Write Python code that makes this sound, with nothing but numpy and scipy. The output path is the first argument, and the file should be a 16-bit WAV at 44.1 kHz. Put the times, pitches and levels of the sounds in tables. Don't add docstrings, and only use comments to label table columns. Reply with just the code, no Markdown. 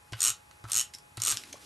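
import sys
import numpy as np
from scipy import signal
from scipy.fft import rfft, irfft, next_fast_len
from scipy.io import wavfile
from scipy.ndimage import map_coordinates

SR = 44100
rng = np.random.default_rng(int(sys.argv[2]) if len(sys.argv) > 2 else 0)


def persist_wave(psi):
    counts = np.round(np.clip(psi, -1, 1) * 32767).astype(np.int16)
    wavfile.write(sys.argv[1], SR, np.atleast_2d(counts).T)


N = 72765

# pitch_hz, level_db
HISS_MID = [(15, -54), (25, -16), (91, -0.5), (243, -14), (839, -15), (1010, -11.5), (1370, -14.5),
            (2820, -22.5), (12000, -21.5)]
HISS_SIDE = [(59, -58), (100, -21.5), (845, -0.5), (930, -4), (2580, -6.5), (4500, -23), (5850, -85)]
HISS_MID_DB, HISS_SIDE_DB = -60.5, -61.5
HISS_MID_LUMPY_DB = .3

# pitch_hz, level_db (rms)
WHINE = [(840, -68), (2520, -77.5)]

# start_s, level_db, centre_hz, length_s
TICKS = [(.1225, -47, 4370, 0.0086), (0.1322, -39, 2130, 0.0073), (0.193, -51.5, 5500, 0.05),
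         (0.6394, -57, 4370, 0.016), (.6983, -41.5, 9300, 0.0043), (.5117, -51, 3500, 0.002),
         (0.9372, -44, 4500, 0.009), (.9492, -38, 8000, .001), (0.985, -47, 7500, 0.003),
         (1.367, -33, 7500, .0008), (1.3436, -33, 6500, .001), (1.3717, -21, 4600, .0007),
         (1.4368, -41, 3200, .003), (1.5275, -43, 6000, .004), (1.531, -39, 2700, .002),
         (1.1716, -39, 5600, 0.0055), (1.1783, -47, 1400, .005), (1.201, -39, 5400, 0.0042)]
TICK_OCTAVES = 1

# pitch_hz, t60_s
ROOM = [(500, 0.19), (2000, 0.22), (9190, 0.14)]
ROOM_DB, TAIL_SIDE_DB = -6.5, -20
TAIL_SIDE_LOW_HZ, TAIL_SIDE_HIGH_HZ = 2200, 4500

# start_s, level_db (before the modes' own levels)
THUMPS = [(.123, -28.5), (0.64, -32), (1.175, -29.5), (1.328, -37)]
# pitch_hz, level_db, t60_s (before the hand damps them)
DESK = [(71.5, -14.5, 0.19), (111, -6, 0.39), (330, -4.5, 0.026), (730, -4.5, 0.016)]
DESK_DAMPED_S = .052
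# start_s, end_s, level_db
RUMBLE = [(.27, 0.33, -57), (0.7, 0.84, -59), (1.217, 1.323, -58)]
# pitch_hz, level_db
RUMBLE_COLOUR = [(40, -39), (110, 3), (170, -35)]

# start_s, level_db (before the modes' own levels)
KNOCKS = [(0.1342, -18.5), (0.5119, -38.5), (0.6418, -29.5), (0.6458, -34), (0.6526, -30), (0.689, -31.5),
          (0.6967, -31), (1.175, -33.5), (1.204, -31.5)]
KNOCK_TILT_DB = -18
# pitch_hz, level_db, t60_s
CASE = [(1090, -12, 0.01), (1305, -3, 0.017), (1490, -9, 0.021), (1925, -7, 0.018), (2960, 8, 0.01),
        (3834, 6, 0.009)]

# time_s, level_db
DRAG = [
    [(.14, -79), (.17, -55.5), (.22, -43), (.27, -41), (.3, -39.5), (.36, -75)],
    [(.66, -71), (.69, -50.5), (.72, -48.5), (.75, -43), (.82, -52), (.87, -90)],
    [(1.18, -73), (1.22, -41.5), (1.27, -35.5), (1.33, -36.5), (1.36, -61), (1.43, -54)],
]
# pitch_hz, level_db
DRAG_COLOUR = [(150, -25), (300, -14.5), (900, -13.5), (1350, 1.5), (1700, -11), (3000, -5), (7000, -10.5),
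               (12000, -8.5)]

# start_s, level_db (before the pawl and case levels below)
TEETH = [(0.205, -19.2), (0.218, -16.6), (0.2292, -15.8), (0.2394, -15.5), (0.249, -15.4), (0.2577, -17.0),
         (0.2657, -17.4), (0.2732, -17.4), (0.2805, -17.5), (0.2872, -22.0), (0.2939, -20.7),
         (0.3024, -21.4), (0.7185, -18.9), (0.732, -19.6), (0.7432, -19.4), (0.7534, -18.7),
         (0.7625, -17.6), (0.7711, -17.1), (0.779, -18.0), (0.7873, -18.8), (0.7952, -17.7), (0.803, -20.7),
         (0.8112, -20.8), (1.2189, -19.1), (1.2361, -20.2), (1.2501, -19.9), (1.262, -20.5),
         (1.2717, -18.6), (1.2802, -19.3), (1.2879, -19.9), (1.2949, -20.8), (1.302, -19.9),
         (1.3084, -21.0), (1.3148, -21.2), (1.3214, -21.5)]
# start_s, rebound_db (added to every rebound)
STROKES = [(0.204, 7), (0.7205, 3.5), (1.217, 2)]
# delay_s, level_db (before the stroke's rebound_db)
REBOUNDS = [(.00062, -8), (.0013, -4), (.0021, -10)]
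# pitch_hz, level_db
PAWL = [(4600, -12), (5800, -7), (6750, 0), (7500, 0), (8380, 0), (9900, -9), (11000, -7), (11800, -8)]
PAWL_DB, CASE_DB = -9, -22
CASE_GROWS_DB_PER_S = 87
REBOUND_JITTER_S, PAWL_T60_S = .00004, .0038

# time_s, level_db
RUSTLE = [(.93, -86), (.95, -50), (.98, -80), (1.02, -83), (1.33, -53.5), (1.38, -49.5), (1.45, -55),
          (1.6, -58), (1.65, -51)]
# pitch_hz, level_db
RUSTLE_COLOUR = [(150, -23.5), (270, 0), (500, -16), (1500, -14), (5300, -12), (12000, -18)]

# start_s, level_db, pitch_hz, t60_s
PINGS = [(.9405, -41, 3800, .02), (.9438, -32, 5600, .008), (.9493, -27, 5200, .008),
         (1.528, -30, 6400, .014), (1.5417, -35, 560, .012), (1.555, -45, 1100, .03)]

PITCH_SCATTER = .013
TOP_HZ = 12150


def amp(db):
    return 10 ** (np.asarray(db) / 20)


def unit(x):
    return x / np.sqrt(np.mean(x ** 2) + 1e-20)


def along(points, hz):
    f, v = np.transpose(points)
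    return np.interp(np.log(hz + 1), np.log(f + 1), v)


def level(rows):
    s, db = np.transpose(rows)
    return amp(np.interp(np.arange(N) / SR, s, db, left=-120, right=-120))


def filtered(x, response):
    m = next_fast_len(x.shape[-1] + 4096)
    spectrum = rfft(x, m) * response(np.fft.rfftfreq(m, 1 / SR))
    return irfft(spectrum, m)[..., :x.shape[-1]]


def noise(colour, lumpy_db, rate):
    values = rng.standard_normal(int(N * rate / SR) + 4)
    lumps = map_coordinates(values, [np.arange(N) * rate / SR])
    top_hz = 1.05 * np.transpose(colour)[0][-1]
    white = rng.standard_normal(N) * amp(lumpy_db * lumps)
    return unit(filtered(white, lambda hz: amp(along(colour, hz)) * (hz < top_hz)))


def add(x, s, piece):
    i = int(round(s * SR))
    x[i:i + len(piece)] += piece[:len(x) - i]


def ring(modes, attack_s, scatter_db, tilt_db=0):
    hz, db, t60 = np.transpose(modes)[:, :, None]
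    r = rng.standard_normal((len(modes), 2))
    t = np.arange(int(np.max(t60) * SR)) / SR
    tilt = tilt_db * np.log2(hz / hz[0])
    gain = amp(db + tilt + scatter_db * r[:, :1] - 60 * t / t60)
    pitch = hz * (1 + PITCH_SCATTER * r[:, 1:])
    return (gain * np.sin(2 * np.pi * pitch * t)).sum(0) * (1 - np.exp(-t / attack_s))


def hiss():
    mid = amp(HISS_MID_DB) * noise(HISS_MID, lumpy_db=HISS_MID_LUMPY_DB, rate=14.0)
    side = amp(HISS_SIDE_DB) * noise(HISS_SIDE, lumpy_db=1, rate=20)
    return mid, side


def whine():
    t = np.arange(N) / SR
    return sum(np.sqrt(2) * amp(db) * np.sin(2 * np.pi * hz * t) for hz, db in WHINE)


def ticks():
    x = np.zeros(N)
    t = np.arange(2048) / SR
    lead_s = .001
    for s, db, centre_hz, length in TICKS:
        decay = np.exp(-1.5 * (t - lead_s).clip(0) / length) * (t > lead_s)
        snap = rng.standard_normal(len(t)) * decay
        snap = filtered(snap, lambda hz: np.exp(-.5 * (np.log2((hz + 1) / centre_hz) / TICK_OCTAVES) ** 2))
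        snap = snap / np.linalg.norm(snap) * np.sqrt(length * SR)
        add(x, s - lead_s, amp(db) * snap)
    return x


def room_tail(x):
    out, step = np.zeros((2, N + SR)), 1024
    delay = 90
    for i in range(0, N, step):
        hz, t, z = signal.stft(rng.standard_normal((2, SR // 4)), SR, nperseg=128)
        decay = amp(-60 * t / along(ROOM, hz)[:, None])
        tail = signal.istft(z * decay, SR, nperseg=128)[1]
        wet = signal.fftconvolve(x[None, i:i + step], tail / np.linalg.norm(tail[0]), axes=1)
        out[:, i + delay:i + delay + wet.shape[1]] += wet
    side = filtered(out[1, :N], lambda hz: (hz > TAIL_SIDE_LOW_HZ) * (hz < TAIL_SIDE_HIGH_HZ))
    return amp(ROOM_DB) * out[0, :N], amp(TAIL_SIDE_DB) * side


def desk():
    x = np.zeros(N)
    for s, db in THUMPS:
        boom = ring(DESK, attack_s=.003, scatter_db=1)
        damping = np.exp(-(np.arange(len(boom)) / SR / DESK_DAMPED_S) ** 4)
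        add(x, s, -amp(db) * boom * damping)
    fade_s = .02
    rolling = sum(level([(a - fade_s, -80), (a, db), (b, db), (b + fade_s, -80)]) for a, b, db in RUMBLE)
    return x + rolling * noise(RUMBLE_COLOUR, lumpy_db=1, rate=20)


def knocks():
    x = np.zeros(N)
    for s, db in KNOCKS:
        add(x, s, amp(db) * ring(CASE, attack_s=0.0003, scatter_db=3, tilt_db=KNOCK_TILT_DB))
    return x


def drag():
    return sum(level(curve) for curve in DRAG) * noise(DRAG_COLOUR, lumpy_db=4, rate=300)


def ratchet():
    x = np.zeros(N)
    modes = [(hz, db, PAWL_T60_S) for hz, db in PAWL]
    for s, db in TEETH:
        since, rebound_db = min((abs(s - start), r) for start, r in STROKES)
        click = np.zeros(SR // 100)
        impacts = [(0.00012, 0)] + [(delay, loss + rebound_db) for delay, loss in REBOUNDS]
        for delay, impact_db in impacts:
            jittered = abs(delay + REBOUND_JITTER_S * rng.standard_normal())
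            add(click, jittered, amp(impact_db) * ring(modes, attack_s=0.0001, scatter_db=3))
        add(x, s, amp(db + PAWL_DB) * unit(click))
        case_db = db + CASE_DB + CASE_GROWS_DB_PER_S * since
        add(x, s + REBOUNDS[0][0], amp(case_db) * ring(CASE, attack_s=0.00025, scatter_db=2.5))
    return x


def rustle():
    return level(RUSTLE) * noise(RUSTLE_COLOUR, lumpy_db=2.0, rate=160)


def pings():
    x = np.zeros(N)
    for s, db, hz, t60 in PINGS:
        add(x, s, amp(db) * ring([(hz, 0, t60)], attack_s=.0004, scatter_db=1))
    return x


def scene():
    near = ticks() + knocks() + drag() + ratchet() + pings()
    tail_mid, tail_side = room_tail(near)
    hiss_mid, hiss_side = hiss()
    mid = near + tail_mid + desk() + rustle() + whine() + hiss_mid
    side = tail_side + hiss_side
    return np.array([mid + side, mid - side])


def record(dry):
    return filtered(dry, lambda hz: 1 / (1 + (hz / TOP_HZ) ** 140))


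dry = scene()
out = record(dry)
persist_wave(out)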